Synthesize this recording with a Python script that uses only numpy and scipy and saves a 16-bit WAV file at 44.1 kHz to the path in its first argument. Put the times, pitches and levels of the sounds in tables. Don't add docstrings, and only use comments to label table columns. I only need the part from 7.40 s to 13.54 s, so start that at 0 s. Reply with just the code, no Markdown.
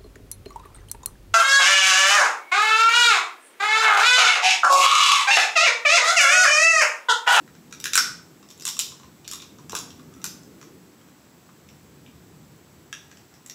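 import sys
import numpy as np
from scipy import signal
from scipy.io import wavfile
from scipy.ndimage import uniform_filter1d

SR = 44100
rng = np.random.default_rng(int(sys.argv[2]) if len(sys.argv) > 2 else 0)


def volts_from_db(level):
    exponent = np.asarray(level, float) / 20
    return 10 ** exponent


def int16_out(signal):
    q = np.round(np.clip(np.atleast_2d(signal).T, -1, 1) * 32767)
    wavfile.write(sys.argv[1], SR, q.astype(np.int16))


N = 270774

# pitch_hz, level_db
DRONE_COLOUR = [(70, -53), (130, -4.5), (170, 0.45), (330, -3), (480, -10.5), (700, -25.5), (1500, -28.5),
                (4000, -37)]
# pitch_hz, level_db
DEEP_COLOUR = [(35, -24), (52, -48), (72, 2), (110, -7), (150, 0), (300, -54)]
# closest_s, half_length_s, drone_db, deep_db
TRAFFIC_PASSES = [
    (0.548, 0.54, -52, -63.5),
    (1.64, 0.25, -56.5, -60),
    (2.4, 0.32, -49.5, -53),
    (3.053, 0.39, -49, -60.5),
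    (4.463, .2, -57, -60),
    (4.9, 0.52, -57, -55),
]
STILL_DRONE_DB, STILL_DEEP_DB = -57, -66
# pitch_hz, level_db
HISS_COLOUR = [(700, 3.4), (1500, 0), (3000, -5.5), (7500, -6.5), (8200, -11.5), (10000, -15.5),
               (15400, -8.5), (16500, -36)]
HISS_DB = -57.5
WHINE_HZ, WHINE_DB, WHINE_ON = 7710, -64, 0.69
MAINS_HZ, MAINS_START_S = 60, .0125

# delay_s, level_db
EARLY_ECHOES = [
    (.0021, -8.5),
    (.0036, -10),
    (.0062, -26),
    (0.0114, -9),
    (0.0108, -21),
    (.0138, -11),
    (.022, -11.5),
]
# pitch_hz, t60_s
ROOM_DECAY = [(500, 0.81), (1500, 0.41), (3000, 0.4), (5500, 0.4), (8000, 0.4), (13000, 0.3)]
# pitch_hz, level_db
ROOM_COLOUR = [(500, -1), (1500, 1.5), (3000, 4), (5500, 8), (7500, -1), (13000, 7)]

# start_s, mouth_hz, tube_hz, upper_tube_hz, wall_hz
GRIPS = [
    (0, 1507, 2470, 3840, 5550),
    (1.0, 1110, 2660, 3766, 5520),
    (1.75, 1214, 2500, 3510, 5420),
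    (2.1, 1242, 2680, 3750, 5780),
    (2.7, 1315, 2530, 3670, 5930),
    (3.0, 1230, 2200, 3240, 5660),
    (4.5, 1290, 2230, 3040, 5500),
    (5.4, 1650, 2580, 3260, 5700),
    (6.0, 1910, 2670, 4000, 5700),
]
CAVITY_WIDTHS = [355, 410, 610, 980, 830]
UPPER_WALL_HZ, UPPER_TUBE_DB, TIP_UPPER_TUBE_DB = 7310, 7, 5
SCATTER = .022
# pitch_hz, width_hz, level_db
SPLINTER_MODES = [(10240, 1230, 7.5), (12130, 2900, 1.5), (13900, 530, -24)]
# pitch_hz, width_hz, level_db
SNAP_MODES = [(2020, 920, 0.83), (4800, 1500, 0.1)]
SNAP_DB, TIP_SNAP_DB = -10, -12.5

# start_s, wall_db, mouth_db, tube_db
BREAKS = [(.326, -16.5, -1.5, 0.5), (0.5341, 1, -7, 1), (.5412, -5, -18, -15), (0.5767, 9.5, -0.5, -10),
          (0.585, -3, -25, -5), (.59, -13, 8, -16), (1.2088, -20, -21, -7), (1.2223, -14.5, -19, -11),
          (1.2683, -7, -11, 0.5), (1.2873, -6, -22, -6), (1.3974, -2.5, -22, 0), (1.8778, -9, -37, -7),
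          (2.02, -21, -13, -21), (2.2958, -14, -4, -7), (2.3662, -10, -3.5, -1), (2.8622, -14, -17, -6),
          (5.5277, -15, 4, 5.5), (6.098, -14.5, -9.5, -6)]
BREAK_FIZZ_DB, BREAK_TILT_DB = -12.5, -4
# start_s, wall_db, mouth_db, tube_db
SHATTERS = [
    (.401, -16.5, -12, -2.5),
    (0.4415, -5, -10.5, -2.5),
    (0.4562, -7, 3.5, 3.5),
    (1.1035, -24.5, -11, -3),
    (1.1981, -23, -22, -3),
    (1.9229, -21, -14, 3),
    (2.3214, -17.5, -8, 2),
    (2.3515, -4.5, -1.5, -4),
    (2.362, -19, -12, -19),
    (2.8421, -3.5, -7, -9),
]
SHATTER_FIZZ_DB, SHATTER_TILT_DB = -6.5, -2.2
# start_s, wall_db, mouth_db, tube_db
TICKS = [(0.0773, -40, 14, 6), (0.1516, -34.5, 2, 0), (0.3107, -31, -11, -1), (0.527, -39, -4, -3),
         (1.028, -32.5, 4, 2), (1.0884, -27.5, -12, -6), (1.52, -26.5, 1, 1), (1.5986, -32, 4, 0),
         (1.6329, -33.5, 6.5, 4), (1.8454, -34, -7, 7), (1.8505, -33, -5, 10.5), (2.0008, -38.5, 9, 21),
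         (2.0242, -34.5, 8, 14.5), (2.1858, -31, 2, -3.5), (2.5052, -25, -20, 1), (2.595, -34, 3, 1),
         (2.7388, -30.5, -2, -3), (2.817, -27.5, -6, -1), (3.0336, -31, -20, -23), (3.214, -26, -0.5, -2.5),
         (3.2283, -29.5, 5, 0), (3.614, -43, 8, 8), (3.686, -42, 5, 6), (4.0903, -48.5, 21, 9),
         (4.2887, -30.5, -19, 3), (4.5594, -51, 1, 2), (4.6633, -42.5, -5, 17.5), (5.7145, -30, 5, 1),
         (5.7718, -30, -6, -0.5), (5.94, -32, -2, -3)]
TICK_FIZZ_DB, TICK_TILT_DB = -14.5, -5.5
# start_s, wall_db, mouth_db, tube_db, tilt_db
SPLITS = [(0.555, 7.5, -1.5, -3, 11), (1.111, -25.5, -7, -1.5, 0), (1.1774, -30, -22, -6, 16),
          (1.253, -2.5, -18, -5.5, 16), (1.278, -3, -11.5, -7, 27), (1.3678, -16, -7, -1, 0),
          (1.3913, 2.5, -21, -5, 14), (1.9132, -10, -17, -5.5, 3), (1.9342, -11, -8, -3, 24),
          (1.948, -24, -16, -14, 9), (1.955, -23, -8, -16, 5), (2.388, -11, -23, -10, 12),
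          (6.062, -19.5, -18, -11, 25), (6.075, -40, -18, -17, 8)]
SPLIT_FIZZ_DB = -9.5

# start_s, pitch_hz, level_db
POPS = [(.578, 1486, 5), (.592, 1470, 0.5), (1.272, 1140, -21), (1.3, 910, -33), (1.525, 1030, -28),
        (1.605, 1070, -32), (1.64, 1030, -28), (1.925, 1133, -22.5), (1.975, 1270, -34), (2.19, 1005, -28),
        (2.598, 1134, -28), (2.725, 1250, -31.5), (2.765, 1300, -34), (2.8, 1310, -31)]
POP_WIDTH_HZ = 75
# start_s, peak_db
JAW_KNOCKS = [
    (0.5766, -29),
    (2.331, -22.5),
]
# pitch_hz, width_hz, level_db
JAW_MODES = [(440, 114, 8), (740, 140, -3.5), (970, 356, -2)]

BASS_CUT_HZ, SOFT_EDGE_HZ, LOUD_EDGE_HZ = 58, 15760, 16900
FULL_SCALE = .88


def evened(x):
    return x / np.sqrt(np.mean(x ** 2) + 1e-20)


def read(points, hz):
    f, value = np.transpose(points)
    return np.interp(np.log(hz + 1), np.log(f + 1), value)


def add(mix, s, sound):
    part = mix[round(s * SR):][:len(sound)]
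    part += sound[:len(part)]


def high_pass(x, order, edge_hz):
    return signal.sosfilt(signal.butter(order, edge_hz, "high", fs=SR, output="sos"), x)


def low_pass(x, edge_hz):
    taps = signal.firwin(511, edge_hz, window=("kaiser", 9), fs=SR)
    return signal.oaconvolve(x, taps, "same")


def ring(drive, modes):
    t = np.arange(len(drive)) / SR
    body = np.zeros(len(t))
    for hz, width, db in modes:
        swell_and_die = t * np.exp(-1.55 * np.pi * width * t)
        body += volts_from_db(db) * width ** 2.76 * swell_and_die * np.sin(2 * np.pi * hz * t)
    out = signal.fftconvolve(drive, body)[:len(t)]
    return out / np.linalg.norm(out)


def haze(spectrum, patchy_db):
    hz = np.fft.rfftfreq(2048, 1 / SR)
    real, imaginary, patches = rng.standard_normal((N // 512 + 5, 1025, 3)).T
    patches = uniform_filter1d(patches, size=6, axis=0)
    patches = evened(uniform_filter1d(patches, size=8, axis=1))
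    level_db = read(spectrum, hz)[:, None] + patchy_db * patches
    z = (real + 1j * imaginary) * volts_from_db(level_db)
    return evened(signal.istft(z, nperseg=2048, noverlap=1536)[1][:N])


def rumble():
    s, half, drone_db, deep_db = np.transpose(TRAFFIC_PASSES)
    near = np.exp(-((np.arange(N)[:, None] / SR - s) / half) ** 2)
    drone = np.sqrt(volts_from_db(2 * STILL_DRONE_DB) + near @ volts_from_db(2 * drone_db))
    deep = np.sqrt(volts_from_db(2 * STILL_DEEP_DB) + near @ volts_from_db(2 * deep_db))
    return drone * haze(DRONE_COLOUR, 1.64) + deep * haze(DEEP_COLOUR, 0.73)


def hiss():
    return volts_from_db(HISS_DB) * haze(HISS_COLOUR, 0.7)


def whine():
    t = np.arange(N) / SR
    cycle = (t - MAINS_START_S) * MAINS_HZ % 1
    waver_hz = 45 * evened(uniform_filter1d(rng.standard_normal(N), size=250))
    tone = np.sin(2 * np.pi * np.cumsum(WHINE_HZ + waver_hz) / SR)
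    gate = uniform_filter1d(1. * (cycle < WHINE_ON), size=50)
    tick = volts_from_db(8.0) * np.exp(-cycle / 0.039) * np.diff(rng.standard_normal(N + 1))
    return volts_from_db(WHINE_DB) * (tone * gate + tick)


def room(x):
    taps = np.zeros(SR // 2)
    at = np.arange(200, len(taps) - 16, 16)
    taps[at + rng.integers(0, 16, len(at))] = rng.choice([-1., 1.], len(at))
    taps *= 1 - np.exp(-np.arange(len(taps)) / SR / 0.0025)
    hz, t, z = signal.stft(taps, SR, nperseg=256)
    fade_db = read(ROOM_COLOUR, hz)[:, None] - 60 * t / read(ROOM_DECAY, hz)[:, None]
    tail = signal.istft(z * volts_from_db(fade_db), SR, nperseg=256)[1]
    tail /= np.linalg.norm(tail)
    for s, db in EARLY_ECHOES:
        add(tail, s * rng.uniform(0.94, 1.03), volts_from_db(db) * rng.choice([-1., 1.], 1))
    return signal.fftconvolve(x, tail)[:N]


def jaw_knock(db):
    knock = ring(signal.unit_impulse(900), JAW_MODES)
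    return volts_from_db(db) * knock / abs(knock).max()


def pop(hz, db):
    return volts_from_db(db) * ring(signal.unit_impulse(1800), [(hz, POP_WIDTH_HZ, 0)])


def fractures():
    rows = [(*row, BREAK_FIZZ_DB, BREAK_TILT_DB) for row in BREAKS]
    rows += [(*row, SHATTER_FIZZ_DB, SHATTER_TILT_DB) for row in SHATTERS]
    rows += [(*row, TICK_FIZZ_DB, TICK_TILT_DB) for row in TICKS]
    rows += [(*row, SPLIT_FIZZ_DB, tilt_db) for *row, tilt_db in SPLITS]
    return sorted(rows)


def crack(row, grain, detune):
    s, wall_db, mouth_db, tube_db, fizz_db, tilt_db = row
    _, *hz = [grip for grip in GRIPS if grip[0] <= s][-1]
    hz = np.array(hz + [UPPER_WALL_HZ]) * (1 + SCATTER * np.clip(detune, -1, 1))
    at_tip = s < GRIPS[1][0]
    upper = volts_from_db(TIP_UPPER_TUBE_DB if at_tip else UPPER_TUBE_DB)
    snap_level = volts_from_db(TIP_SNAP_DB if at_tip else SNAP_DB)

    fade = np.exp(-np.arange(len(grain)) / SR / 0.0018)
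    snaps = signal.unit_impulse(len(grain)) + .14 * grain * fade
    cavities = [ring(snaps, [(f, width, 0)]) for f, width in zip(hz, CAVITY_WIDTHS)]
    mouth, tube, upper_tube, wall, upper_wall = cavities
    walls = (wall - volts_from_db(tilt_db) * upper_wall) / np.hypot(1, volts_from_db(tilt_db))
    tubes = (upper * upper_tube - tube) / np.hypot(1, upper)
    fizz = ring(snaps, SPLINTER_MODES)
    snap = ring(grain[::-1] * fade, SNAP_MODES)

    whole = walls + volts_from_db(mouth_db + 0.2) * mouth + volts_from_db(tube_db - 2.44) * tubes
    whole = volts_from_db(wall_db - 0.66) * (whole + volts_from_db(fizz_db) * fizz + snap_level * snap)
    return high_pass(whole, 2, 0.74 * hz[0])


def shell():
    paths = np.zeros((3, N))
    rows = fractures()
    grain = rng.standard_normal((len(rows), 700))
    detune = rng.standard_normal((len(rows), 5))
    for k, row in enumerate(rows):
        add(paths[k % 3], row[0], crack(row, grain[k], detune[k]))
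    paths = high_pass(paths, 4, 850)
    for k, (s, hz, db) in enumerate(POPS):
        add(paths[k % 3], s, pop(hz, db))
    for s, db in JAW_KNOCKS:
        add(paths[0], s, jaw_knock(db))
    return paths.sum(0), sum(room(path) for path in paths)


def scene():
    direct, tail = shell()
    soft = tail + rumble() + hiss() + whine()
    return (direct + low_pass(soft, SOFT_EDGE_HZ))[None]


def top_cut(x):
    return signal.sosfilt(signal.butter(12, 16960, fs=SR, output="sos"), x)


def record(dry):
    heard = high_pass(dry[0], 6, BASS_CUT_HZ)
    clipped = np.clip(heard, -FULL_SCALE, FULL_SCALE)
    return top_cut(low_pass(clipped, LOUD_EDGE_HZ)[None])


dry = scene()
out = record(dry)
int16_out(out)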